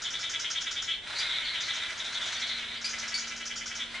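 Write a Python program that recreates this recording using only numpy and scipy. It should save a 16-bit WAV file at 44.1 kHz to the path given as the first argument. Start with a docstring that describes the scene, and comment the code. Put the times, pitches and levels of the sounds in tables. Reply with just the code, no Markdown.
"""Small birds displaying in woodland

Birds on a branch alternate a sharp hiss and a buzzy rasp about ten times a second. A rasp is a
train of pulses ringing in the throat; a hiss is noise with a tiny squeak inside. In the middle the
birds flutter up and their rasps overlap into a chorus. A few piercing chips cut through.
Trunks and leaves scatter the calls, and a faint far hum swells behind the steady air."""
import sys
import numpy as np
from scipy import signal
from scipy.fft import rfft, irfft
from scipy.io import wavfile

SR = 44100
rng = np.random.default_rng(int(sys.argv[2]) if len(sys.argv) > 2 else 0)


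def to_wav(sig):
    """Store sig (one row per channel, or 1-D mono) as 16-bit WAV at the path in sys.argv[1].

    Samples outside -1..1 are clipped; the rate is SR.
    """
    pcm = np.clip(np.atleast_2d(sig), -1, 1) * 32767
    pcm = np.round(pcm).astype(np.int16)
    wavfile.write(sys.argv[1], SR, pcm.T)  # frames by channels


N = 176400
TIME = np.arange(N) / SR

# Levels in the tables are relative: they set the balance before mixing.
# The tone of the air. Each row: frequency in Hz, level in dB.
AIR_COLOUR = [(15, -6), (38, 6), (55, 1.5), (115, 1), (160, -2.5), (300, -0.5), (600, -3.5), (1200, -9.5),
              (3000, -3.5), (5000, -25), (8000, -18.5), (10500, -29.5)]
# How alike left and right sound. Each row: frequency in Hz, likeness from 0 to 1.
STEREO_LIKENESS = [(30, .98), (125, 0.95), (280, 0.53), (550, 0.57), (1200, 0.85), (3000, 0.91),
                   (8000, 0.57)]
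# The swell of the far hum. Each row: time in seconds, level in dB.
HUM_LEVELS = [(0, -92), (.8, -74.5), (1.6, -71), (2.56, -59.5), (4, -58)]
# The tone of the feathers. Each row: frequency in Hz, level in dB.
WING_COLOUR = [(250, -20.5), (480, -18.5), (640, -5), (770, -12.5), (970, -5), (1130, -9.5), (1400, -0.5),
               (2200, -2.5), (2700, -6.5), (3600, -3), (4600, -9), (6500, -16), (8000, -18.5), (10500, -28)]
# How loudly the wings whir. Each row: time in seconds, level in dB.
WING_LEVELS = [(0, -44), (.9, -48), (1.01, -58), (1.08, -40), (1.2, -37), (1.34, -41.5), (1.55, -43.5),
               (1.85, -41), (1.96, -42), (2.28, -38), (2.45, -43), (2.8, -46.5), (3.02, -41), (3.3, -47),
               (3.65, -49), (3.8, -44), (3.89, -48), (3.96, -39), (4, -51)]
# The throat resonances of a rasp's low part. Each row: frequency in Hz, width in Hz, level in dB.
LOW_THROAT = [(1463, 460, -11), (2162, 534, -2), (3070, 650, -9), (5500, 2500, -19.5)]
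# How loudly the other birds rasp. Each row: time in seconds, level in dB.
CHORUS_LEVELS = [(0, -46.5), (.9, -46), (1.02, -48.5), (1.15, -41.5), (1.25, -34.5), (1.45, -35),
                 (1.52, -38), (1.63, -36.5), (1.86, -39), (1.96, -48), (2.1, -40), (2.25, -41),
                 (2.53, -36.5), (2.72, -39), (2.81, -48.5), (3.2, -45.5), (3.6, -54), (4, -49)]
# The hisses. Each row: start in seconds, length in seconds, level in dB.
HISS_NOTES = [(0.016, 0.047, -35.5), (.1, 0.053, -38.5), (.188, 0.055, -37.5), (0.291, .05, -34),
              (0.391, 0.045, -33.5), (.498, 0.036, -32), (0.605, 0.036, -34.5), (0.707, 0.032, -33.5),
              (0.818, 0.041, -35.5), (1.179, 0.034, -38), (1.601, 0.041, -37), (1.649, 0.061, -43),
              (1.73, 0.054, -40), (1.898, 0.033, -45), (1.973, 0.037, -40.5), (2.04, 0.048, -44),
              (2.12, 0.05, -42.5), (2.21, 0.053, -43), (2.252, .05, -40), (2.318, 0.047, -38.5),
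              (2.39, 0.047, -39.5), (2.465, 0.047, -42.5), (2.573, 0.049, -46), (2.809, 0.034, -41),
              (2.884, 0.053, -37), (2.981, 0.034, -35), (3.073, 0.04, -34.5), (3.171, 0.056, -34.5),
              (3.266, 0.052, -39), (3.357, 0.046, -40.5), (3.451, 0.047, -35.5), (3.555, 0.049, -35.5),
              (3.655, 0.048, -34.5), (3.747, 0.041, -37)]
# The tone of a hiss. Each row: frequency in Hz, level in dB.
HISS_COLOUR = [(900, -37), (1300, -16), (1700, -11.5), (2200, -20.5), (3000, -8), (4150, -19), (4700, -5.5),
               (5500, -0.5), (6750, -6), (7250, -12), (7900, -21.5), (10500, -36.5)]
# Resonances that whistle in a hiss. Each row: frequency in Hz, width in Hz, level in dB.
HISS_WHISTLES = [(5316, 200, -0.5), (6408, 250, -1.5)]
# The near rasps. Each row: start in seconds, length in seconds, low part in dB, bright ring in dB.
RASP_NOTES = [(0.034, 0.055, -47, -32.5), (.128, 0.052, -42, -34.5), (0.222, 0.059, -38, -33.5),
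              (0.328, 0.053, -36.5, -32.5), (0.437, 0.046, -39.5, -32), (.543, 0.059, -40, -31),
              (0.653, 0.051, -38.5, -34), (0.753, 0.056, -39, -31), (0.865, 0.092, -38, -28.5),
              (1.19, 0.054, -42, -38), (1.267, 0.041, -43, -38.5), (1.312, 0.04, -50, -35),
              (1.363, 0.051, -40, -35.5), (1.456, 0.052, -44, -36), (1.526, 0.064, -38.5, -34.5),
              (1.672, 0.063, -36.5, -35.5), (1.752, .05, -43, -40), (1.811, 0.051, -37, -37),
              (1.877, 0.065, -37.5, -58), (1.988, 0.043, -44, -36.5), (2.035, 0.059, -52, -38),
              (2.136, 0.066, -51, -35.5), (2.195, 0.067, -48, -35.5), (2.265, 0.039, -46, -39),
              (2.341, 0.052, -45, -38.5), (2.407, .06, -40, -35), (2.474, 0.072, -47, -38),
              (2.544, .05, -46, -47), (2.732, 0.055, -41, -40), (2.833, 0.047, -40.5, -42),
              (2.925, 0.046, -38, -55), (3.019, 0.062, -38, -62), (3.117, 0.033, -36, -45),
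              (3.211, 0.068, -42, -42), (3.298, 0.057, -39.5, -42), (3.393, 0.054, -40.5, -40.5),
              (3.497, 0.046, -39.5, -39.5), (3.6, 0.049, -39, -43), (3.701, 0.044, -40, -41),
              (3.78, 0.072, -39, -35)]
# The ring's pitch follows the bird's effort. Each row: ring level in dB, pitch in Hz.
RING_PITCHES = [(-42, 3030), (-39.5, 3320), (-36.5, 3720), (-34.5, 3376), (-23, 3500)]
# Chips and thin whistles. Each row: start in seconds, length in seconds, pitch in Hz, level in dB.
CHIP_NOTES = [(1.155, 0.052, 4580, -40), (1.185, 0.0354, 4687, -31.5), (2.843, 0.044, 4854, -30.5),
              (3.14, 0.039, 4650, -28.5), (3.947, 0.103, 2974, -42.5), (3.94, 0.1, 2140, -43)]
# The pure tones that make up a chip. Each row: multiple of the pitch, level in dB.
CHIP_PARTIALS = [(.5, -8), (1, 1), (1.5, -17.5), (2, -26.5)]

PULSE_HZ = 331.45  # typical pulse rate at the start of a rasp


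def from_db(db):
    """Turn decibels into a number to multiply a sound by."""
    return 10 ** (np.asarray(db) / 20)


def rms_one(x):
    """Scale a sound so its average strength (rms) is one."""
    return x / np.sqrt(np.mean(x ** 2) + 1e-20)


def level(curve):
    """Join (seconds, dB) points into a volume curve."""
    return from_db(np.interp(TIME, *np.transpose(curve)))


def per_bin(points, size):
    """Read (Hz, value) points at every frequency of a spectrum."""
    hz, value = np.transpose(points)
    return np.interp(np.log(np.fft.rfftfreq(size, 1 / SR) + 1), np.log(hz), value)


def noise(colour, size):
    """Noise with its lows and highs shaped by a colour table."""
    spectrum = rfft(rng.standard_normal(size))
    return rms_one(irfft(spectrum * from_db(per_bin(colour, size)), size))


def wide_noise(colour):
    """Stereo noise whose sides are most alike in the bass."""
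    alike = per_bin(STEREO_LIKENESS, N)
    mid = irfft(rfft(noise(colour, N)) * np.sqrt(1 + alike), N)
    side = irfft(rfft(noise(colour, N)) * np.sqrt(1 - alike), N)
    return rms_one(np.array([mid + side, mid - side]))


def wander(rate, t):
    """Random wavering that heads for a new value `rate` times a second."""
    knots = rng.standard_normal(int(t[-1] * rate) + 2)
    return np.interp(t * rate, np.arange(len(knots)), knots)


def add(out, start, sound):
    """Mix a sound in at its start time."""
    i = int(np.clip(start * SR, 0, N))
    out[i:i + len(sound)] += sound[:N - i]


def swell(t, rise_end, fall_start, end):
    """Fade in smoothly, hold, then fade out."""
    shape = np.clip(np.minimum(t / rise_end, (end - t) / (end - fall_start)), 0, 1)
    return np.sin(shape * np.pi / 2) ** 2


def sine(hz):
    """A pure tone that follows a changing pitch."""
    return np.sin(2 * np.pi * np.cumsum(hz) / SR)


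def vary(hz, spread):
    """Nudge a frequency at random; a spread of 0.1 is about ten percent."""
    return hz * np.exp(spread * rng.standard_normal())


def far_hum():
    """A faint, slightly wavering tone that grows louder."""
    pitch_hz = 232 * (1 + 0.0021 * wander(10, TIME))
    return np.sqrt(2) * sine(pitch_hz) * level(HUM_LEVELS)


def air():
    """The soft, steady rush of woodland air."""
    return from_db(-53) * wide_noise(AIR_COLOUR)


def wings():
    """Feather noise throbbing with uneven wingbeats."""
    beat_hz = 32 * (1 + .2 * wander(10, TIME))
    throb = from_db(sine(beat_hz))  # 1 dB up and down
    return wide_noise(WING_COLOUR) * throb * level(WING_LEVELS)


def throat(x, resonances):
    """A throat favours a few bands of sound; each is filtered twice for steep edges."""
    out = 0
    for k, (hz, width, db) in enumerate(resonances):
        r = np.exp(-np.pi * width / SR)
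        b = (1 - r * r) / 2 * np.array([1, 0, -1])
        a = [1, -2 * r * np.cos(2 * np.pi * hz / SR), r * r]
        band = signal.lfilter(b, a, signal.lfilter(b, a, x))
        out = out + (-1) ** k * from_db(db) * band
    return rms_one(out)


def rasp(length, low_db, ring_db, pulse_hz, ring_hz):
    """One buzz: pulses first sound the low throat, then each becomes a burst of bright tone."""
    t = np.arange(SR // 7) / SR
    progress = t / length
    slowing = .5 * np.clip((progress - .6) / .4, 0, 1)  # down to half speed late in the note
    jitter = 1 + .025 * wander(300, t)
    phase = np.cumsum(pulse_hz * (1 - slowing) * jitter) / SR + rng.random()
    cycle = np.floor(phase).astype(int)
    pulses = np.diff(cycle, prepend=0)
    size, detune = rng.standard_normal((2, len(t)))[:, cycle]  # every pulse is a little different
    strength = from_db(2 * size)
    breath = rng.standard_normal(len(t)) * np.exp(-3 * (phase % 1))  # a puff after each pulse
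    low = throat(rms_one(pulses * strength) + 0.21 * rms_one(breath), LOW_THROAT)
    low *= swell(progress, rise_end=.25, fall_start=.41, end=.88)
    since_pulse = t - np.maximum.accumulate(t * pulses)
    tone = np.sin(2 * np.pi * ring_hz * (1 + 0.035 * detune) * since_pulse)
    bursts = swell(since_pulse, rise_end=0.00074, fall_start=0.00074, end=0.0033)
    ring = rms_one(strength * tone * bursts)
    ring *= swell(progress, rise_end=.41, fall_start=.52, end=1.27)
    return from_db(low_db) * low + from_db(ring_db - 1) * ring


def chorus():
    """Other birds rasp over one another, each at its own pulse rate."""
    out = np.zeros(N)
    notes_per_s = 38
    for slot in np.arange(0, TIME[-1], 1 / notes_per_s):
        ring_hz, pulse_hz = vary(3666, spread=0.098), vary(PULSE_HZ, spread=.17)
        start = slot + rng.uniform(-.5, .5) / notes_per_s
        add(out, start, rasp(length=.06, low_db=-3.5, ring_db=0, pulse_hz=pulse_hz, ring_hz=ring_hz))
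    return rms_one(out) * level(CHORUS_LEVELS)


def hisses():
    """Sudden bursts of grainy, whistling noise, each with a small rising squeak inside."""
    out, t = np.zeros(N), np.arange(SR // 10) / SR
    squeak_s, squeak_delay_s, squeak_db, whistle_db = 0.0169, 0.002974, -9, -6.5
    squeak_hz = np.interp(t, [0, squeak_s], [1174, 1740])
    squeak = np.sqrt(2) * sine(squeak_hz) * swell(t, squeak_s / 4, squeak_s / 2, squeak_s)
    for start, length, db in HISS_NOTES:
        grain = from_db(wander(800, t))  # the level flickers by about 1 dB
        resonances = [(vary(hz, spread=0.066), width, gain) for hz, width, gain in HISS_WHISTLES]
        whistle = from_db(whistle_db) * throat(rng.standard_normal(len(t)), resonances)
        hiss = rms_one(noise(HISS_COLOUR, len(t)) * grain + whistle)
        fade = swell(t, rise_end=0.0065, fall_start=0.49 * length, end=length)
        add(out, start, from_db(db) * hiss * fade)
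        add(out, start + squeak_delay_s, from_db(db + squeak_db) * squeak)
    return out


def near_rasps():
    """The nearest birds rasp, their effort setting the pitch of the ring."""
    out = np.zeros(N)
    for start, length, low_db, ring_db in RASP_NOTES:
        ring_hz = np.interp(ring_db, *np.transpose(RING_PITCHES))
        add(out, start, rasp(length, low_db, ring_db, PULSE_HZ, vary(ring_hz, spread=0.02)))
    return out


def chips():
    """Short, unsteady whistles that rise a little and have a rough, noisy edge."""
    out, t = np.zeros(N), np.arange(SR // 8) / SR
    edge_db, edge_width = -4.5, 0.48  # the width is a share of the pitch
    for start, length, hz, db in CHIP_NOTES:
        wobble = 0.026 * wander(700, t)
        rise = 0.056 * (t / length - .5)
        pitch = hz * (1 + rise + wobble)
        tone = rms_one(sum(from_db(gain) * sine(k * pitch) for k, gain in CHIP_PARTIALS))
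        edge = from_db(edge_db) * throat(rng.standard_normal(len(t)), [(hz, edge_width * hz, 0)])
        fade = swell(t, rise_end=0.0028, fall_start=0.32 * length, end=length)
        add(out, start, from_db(db) * (tone + edge) * fade)
    return out


def woodland(x):
    """Add quick echoes off branches and trunks, then a faint, blurred tail."""
    t = np.arange(SR // 2) / SR
    echoes_per_s = 900
    early_fade_s, early_db, early_width = 0.21, -2.5, 0.27  # a fade is the time to drop 60 dB
    tail_fade_s, tail_db, tail_width = 0.62, -10.5, 0.89
    arrivals = rng.random((2, len(t))) < echoes_per_s / SR
    early = rng.choice([-1, 1], arrivals.shape) * arrivals * from_db(-60 * t / early_fade_s)
    tail = rng.standard_normal(arrivals.shape) * from_db(-60 * t / tail_fade_s)
    response = 0
    for echoes, db, width in ((early, early_db, early_width), (tail, tail_db, tail_width)):
        mid, side = from_db(db) * echoes / np.linalg.norm(echoes, axis=1, keepdims=True)
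        response = response + np.array([mid + width * side, mid - width * side])
    return x + signal.fftconvolve(x[None], response, axes=1)[:, :N]


def scene():
    """Mix hum, air and wings with the calls; only the calls echo."""
    backdrop = far_hum() + air() + wings()
    calls = near_rasps() + hisses() + chips() + chorus()
    return backdrop + woodland(from_db(-2) * calls)


def record(dry):
    """Cut away the highest treble steeply."""
    cutoff_hz = 10700
    return signal.sosfilt(signal.ellip(12, .1, 80, cutoff_hz, fs=SR, output="sos"), dry)


dry = scene()
out = record(dry)
to_wav(out)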